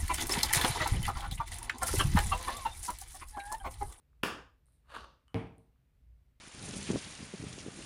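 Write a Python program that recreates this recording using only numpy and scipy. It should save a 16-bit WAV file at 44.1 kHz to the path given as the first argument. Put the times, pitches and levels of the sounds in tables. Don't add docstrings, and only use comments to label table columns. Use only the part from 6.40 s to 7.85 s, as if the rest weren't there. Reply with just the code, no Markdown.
import sys
import numpy as np
from scipy import signal
from scipy.io import wavfile

SR = 44100
rng = np.random.default_rng(int(sys.argv[2]) if len(sys.argv) > 2 else 0)


def digitize_waveform(pressure):
    field = np.atleast_2d(pressure).T
    bounded = np.clip(field, -1, 1)
    quanta = np.round(bounded * 32767).astype(np.int16)
    wavfile.write(sys.argv[1], SR, quanta)


N = 63945
TIME = np.arange(N) / SR

# (time [s], level [dB])
WIND = [(0, -55), (.13, -54.5), (.2, -52.5), (.25, -50), (.38, -49.5), (.5, -46.5), (.56, -48.5),
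        (.7, -50.5), (.88, -54), (1.0, -53.5), (1.1, -53), (1.32, -54.5), (1.45, -52)]
# (frequency [Hz], share of the wind's swing [ratio])
RUSTLE_FOLLOWS = [(700, 0.41), (2500, 0.99), (5000, 1.1), (10000, 1.28)]
# (frequency [Hz], delay [s])
RUSTLE_LAGS = [(2500, 0.024), (5000, 0), (10000, 0)]
# (time [s], lift at 10 kHz [dB])
SHEEN = [(0, -1), (.25, 3.5), (.5, 1.5), (.75, 2), (.9, 3), (1.45, 4.5)]
# (frequency [Hz], density [dB per Hz])
RUSTLE_SPECTRUM = [(300, -9), (800, -3.5), (1250, -1), (1800, -0.5), (2500, 0.5), (3400, -2), (5200, -5),
                   (6600, -3.5), (9500, -4.5), (11000, -15)]
MEAN_WIND_DB, HISS_TRIM_DB = -50.5, 0.11
FLUTTER_HZ, FLUTTER_DB = 65, 0.47
PATCH_HZ, PATCH_DB = 97, 1.18

TICKS_PER_S, TICK_TRIM_DB = 2500, -5.5
TICK_SPREAD_DB, TICK_CLUMP_DB, TICK_Q = 5, 4.5, 7.5

# (time [s], level before trim [dB], Gaussian spread [s], centre [Hz])
BRUSHES = [(0.148, -47.5, 0.0026, 9200), (0.195, -44, 0.0026, 5000), (0.257, -42, 0.009, 9700),
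           (.29, -41, 0.0034, 7000), (.31, -41.5, 0.0019, 4170), (0.335, -43, 0.004, 2700),
           (0.371, -40, 0.013, 8560), (.414, -39, 0.0019, 4260), (0.427, -44, 0.0031, 2830),
           (0.487, -44.5, 0.018, 2470), (0.516, -37.5, 0.0014, 6400), (.584, -44, 0.0094, 4970),
           (0.648, -47.5, 0.0022, 4050), (0.657, -53, .004, 1900), (.752, -42.5, 0.0018, 5030),
           (0.777, -46, 0.0021, 4530), (0.806, -55, 0.0031, 2700), (0.829, -49, 0.0082, 5000),
           (0.853, -50, 0.01, 9600), (0.962, -47, 0.0013, 4000), (1.019, -50.5, 0.0036, 2070),
           (1.073, -48.5, 0.0059, 2000), (1.087, -52, 0.003, 2370), (1.128, -48, 0.003, 2740),
           (1.189, -45, 0.0029, 2970), (1.201, -51, 0.0025, 2900), (1.425, -44.5, 0.0024, 2050)]
BRUSH_TRIM_DB, BRUSH_GRAIN_DB, BRUSH_WIDTH = -3.5, 3, 0.53

# (time [s], onset level before trim [dB], centre [Hz])
FLICKS = [(0.08, -38.5, 9500), (0.226, -34.5, 9050), (0.339, -36, 6430), (0.428, -34, 6400),
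          (1.084, -37.5, 6060), (1.128, -35.5, 5900), (1.133, -40, 5850), (1.186, -38, 5800),
          (1.193, -35.5, 5900), (1.204, -36.5, 5600), (1.211, -38, 5300)]
FLICK_TRIM_DB, FLICK_GRAIN_DB = -8, 5.5
FLICK_DECAY_S, FLICK_WIDTH = 0.0036, 0.24

# (time [s], peak [dB], centre [Hz])
EDDIES = [(0.076, -45, 210), (.149, -41.5, 158), (0.171, -49, 105), (.184, -50, 141), (0.229, -47, 198),
          (0.259, -47, 90), (0.28, -48, 185), (.338, -37, 332), (.373, -40, 171), (0.425, -34.5, 195),
          (0.479, -38, 130), (.492, -30, 239), (.504, -19, 278), (0.509, -24, 170), (0.5184, -27.5, 157),
          (0.525, -33.5, 170), (0.5342, -27, 318), (.544, -31, 202), (.552, -27, 230), (0.559, -21.5, 384),
          (.581, -38, 227), (.674, -40.5, 203), (0.795, -42, 176), (0.8084, -40.5, 182), (0.83, -34.5, 186),
          (0.891, -44, 168), (.939, -31.5, 318), (.944, -32, 219), (.949, -38, 177), (1.002, -33, 150),
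          (1.028, -36.5, 217), (1.0399, -32, 247), (1.069, -33, 132), (1.106, -39.5, 150),
          (1.113, -44, 146), (1.14, -42.5, 245), (1.16, -42.5, 144), (1.182, -38, 310), (1.265, -31.5, 305),
          (1.276, -36.5, 257), (1.283, -32.5, 338), (1.285, -31.5, 178)]
WAKE_TRIM_DB, WAKE_S = -22, 0.005
BREAKUP_TRIM_DB, BREAKUP_S, BREAKUP_HZ = 9, 0.005, 1150

# (time [s], level [dB])
FLOW = [(0, -60), (.125, -68.5), (.15, -56), (.205, -50.5), (.26, -45), (.35, -46), (.46, -48),
        (.53, -39.5), (.565, -35.5), (.6, -55.5), (.68, -51.5), (.74, -58.5), (.81, -53), (.87, -55.5),
        (.98, -55), (1.04, -46.5), (1.1, -52), (1.17, -52.5), (1.31, -55.5), (1.4, -48), (1.45, -53)]
# (frequency [Hz], share of the airflow's swing [ratio])
RUMBLE_FOLLOWS = [(50, 0.35), (130, 1.07), (400, 0.84)]
# (frequency [Hz], density [dB per Hz])
RUMBLE_SPECTRUM = [(20, -10), (40, -3.5), (70, 3), (120, 3), (220, 1.5), (350, -4), (500, -10),
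                   (750, -13.5), (1300, -55)]
MEAN_FLOW_DB, LUMP_HZ, LUMP_DB = -51.5, 57, 2.5

DIP_HZ, DIP_WIDTH_HZ, DIP_DEPTH = 7890, 870, 0.61
ROLLOFF_HZ, CUTOFF_HZ = 10440, 11550


def scene():
    leaves = far_leaves() + leaf_ticks() + leaf_brushes() + leaf_flicks()
    return (leaves + microphone_wind())[None]


def far_leaves():
    shared_flutter_db = FLUTTER_DB * drift(FLUTTER_HZ)
    hiss = np.zeros(N)
    for hz, band in zip(*noise_bands(RUSTLE_SPECTRUM, count=22)):
        patch_db = PATCH_DB * drift(PATCH_HZ)
        hiss += band * from_db(HISS_TRIM_DB + rustle_db(hz) + shared_flutter_db + patch_db)
    return hiss


def rustle_db(hz):
    wind_db = np.interp(TIME - at_hz(RUSTLE_LAGS, hz), *np.transpose(WIND))
    swing_db = at_hz(RUSTLE_FOLLOWS, hz) * (wind_db - MEAN_WIND_DB)
    return MEAN_WIND_DB + swing_db + in_time(SHEEN) * (hz / 10 ** 4) ** 2


def leaf_ticks(low_hz=2000, high_hz=10500, count=16):
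    clumping = from_db(TICK_CLUMP_DB * drift(FLUTTER_HZ))
    born = rng.random(N) < TICKS_PER_S * clumping / SR
    strength_db = TICK_SPREAD_DB * np.minimum(rng.exponential(1, N), 4)
    clicks = born * rng.choice([-1, 1], N) * from_db(strength_db)
    pitch_index = rng.integers(0, count, N)
    ticks = np.zeros(N)
    for k, hz in enumerate(np.linspace(low_hz, high_hz, count)):
        ringing = rms_one(resonate(clicks * (pitch_index == k), hz, hz / TICK_Q))
        ticks += from_db(TICK_TRIM_DB + rustle_db(hz)) * ringing
    return ticks / np.sqrt(count)


def leaf_brushes(low_hz=1500):
    out = np.zeros(N)
    for centre_s, level_db, spread_s, hz in BRUSHES:
        friction = grainy_noise(BRUSH_GRAIN_DB)
        swish = resonate(friction, hz, BRUSH_WIDTH * hz)
        swish = rms_one(butter(swish, [low_hz, CUTOFF_HZ], "band"))
        envelope = np.exp(-.5 * ((TIME - centre_s) / spread_s) ** 2)
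        out += from_db(level_db + BRUSH_TRIM_DB) * swish * envelope
    return out


def leaf_flicks(low_hz=2500):
    out = np.zeros(N)
    for start_s, level_db, hz in FLICKS:
        crackle = grainy_noise(FLICK_GRAIN_DB)
        burst = rms_one(butter(resonate(crackle, hz, FLICK_WIDTH * hz), low_hz, "high"))
        envelope = (TIME >= start_s) * np.exp(-np.abs(TIME - start_s) / FLICK_DECAY_S)
        out += from_db(level_db + FLICK_TRIM_DB) * burst * envelope
    return out


def microphone_wind():
    return eddies() + wakes() + breakup() + rumble()


def eddies():
    out = np.zeros(N)
    for core_s, peak_db, hz in EDDIES:
        radius = np.pi * hz * (TIME - core_s)
        out += from_db(peak_db) * (2 * radius ** 2 - 1) * np.exp(-radius ** 2)
    return out


def wakes(low_hz=170):
    envelope = np.zeros(N)
    for core_s, peak_db, _ in EDDIES:
        envelope += from_db(peak_db + WAKE_TRIM_DB) * np.exp(-((TIME - core_s) / WAKE_S - .5) ** 2)
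    churn = noise_bands(RUMBLE_SPECTRUM, count=12)[1].sum(axis=0)
    return envelope * rms_one(butter(churn, low_hz, "high"))


def breakup():
    envelope = np.zeros(N)
    for core_s, peak_db, hz in EDDIES:
        strength = from_db(2 * peak_db + BREAKUP_TRIM_DB) * hz / BREAKUP_HZ
        envelope += strength * np.exp(-((TIME - core_s) / BREAKUP_S) ** 2)
    swirl = butter(rng.standard_normal(N), [BREAKUP_HZ / 2, BREAKUP_HZ], "band", order=3)
    return envelope * rms_one(swirl)


def rumble():
    swing_db = in_time(FLOW) - MEAN_FLOW_DB + LUMP_DB * drift(LUMP_HZ)
    out = np.zeros(N)
    for hz, band in zip(*noise_bands(RUMBLE_SPECTRUM, count=12)):
        out += band * from_db(MEAN_FLOW_DB + at_hz(RUMBLE_FOLLOWS, hz) * swing_db)
    return out


def record(dry):
    dipped = dry - DIP_DEPTH * resonate(dry, DIP_HZ, DIP_WIDTH_HZ)
    coloured = butter(dipped, ROLLOFF_HZ, "low", order=12)
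    steep_cut = signal.ellip(10, .2, 70, CUTOFF_HZ, fs=SR, output="sos")
    return signal.sosfilt(steep_cut, coloured)


def noise_bands(spectrum, count):
    edges = np.geomspace(spectrum[0][0], spectrum[-1][0], count + 1)
    centres = np.sqrt(edges[:-1] * edges[1:])
    bands = []
    for hz, low, high in zip(centres, edges, edges[1:]):
        noise = rng.standard_normal(N + SR // 2)
        bands.append(from_db(at_hz(spectrum, hz)) * butter(noise, [low, high], "band")[-N:])
    bands = np.array(bands)
    return centres, bands / np.std(bands.sum(axis=0))


def grainy_noise(grain_db):
    return rng.standard_normal(N) * from_db(grain_db * rng.standard_normal(N))


def drift(rate_hz):
    r = np.exp(-2 * np.pi * rate_hz / SR)
    noise = rng.standard_normal(N + SR // 2)
    return rms_one(signal.lfilter([1], [1, -2 * r, r * r], noise)[-N:])


def resonate(x, hz, width_hz):
    r = np.exp(-np.pi * width_hz / SR)
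    zeros = np.array([1, 0, -1]) * (1 - r * r) / 2
    poles = [1, -2 * r * np.cos(2 * np.pi * hz / SR), r * r]
    return signal.lfilter(zeros, poles, x + 1e-18)


def butter(x, hz, kind, order=2):
    sos = signal.butter(order, np.clip(hz, 10, .45 * SR), kind, fs=SR, output="sos")
    return signal.sosfilt(sos, x + 1e-18)


def in_time(rows):
    return np.interp(TIME, *np.transpose(rows))


def at_hz(points, hz):
    table_hz, values = np.transpose(points)
    return np.interp(np.log(hz), np.log(table_hz), values)


def rms_one(x):
    return x / np.sqrt(np.mean(x ** 2) + 1e-20)


def from_db(db):
    return 10 ** (np.asarray(db) / 20)


dry = scene()
out = record(dry)
digitize_waveform(out)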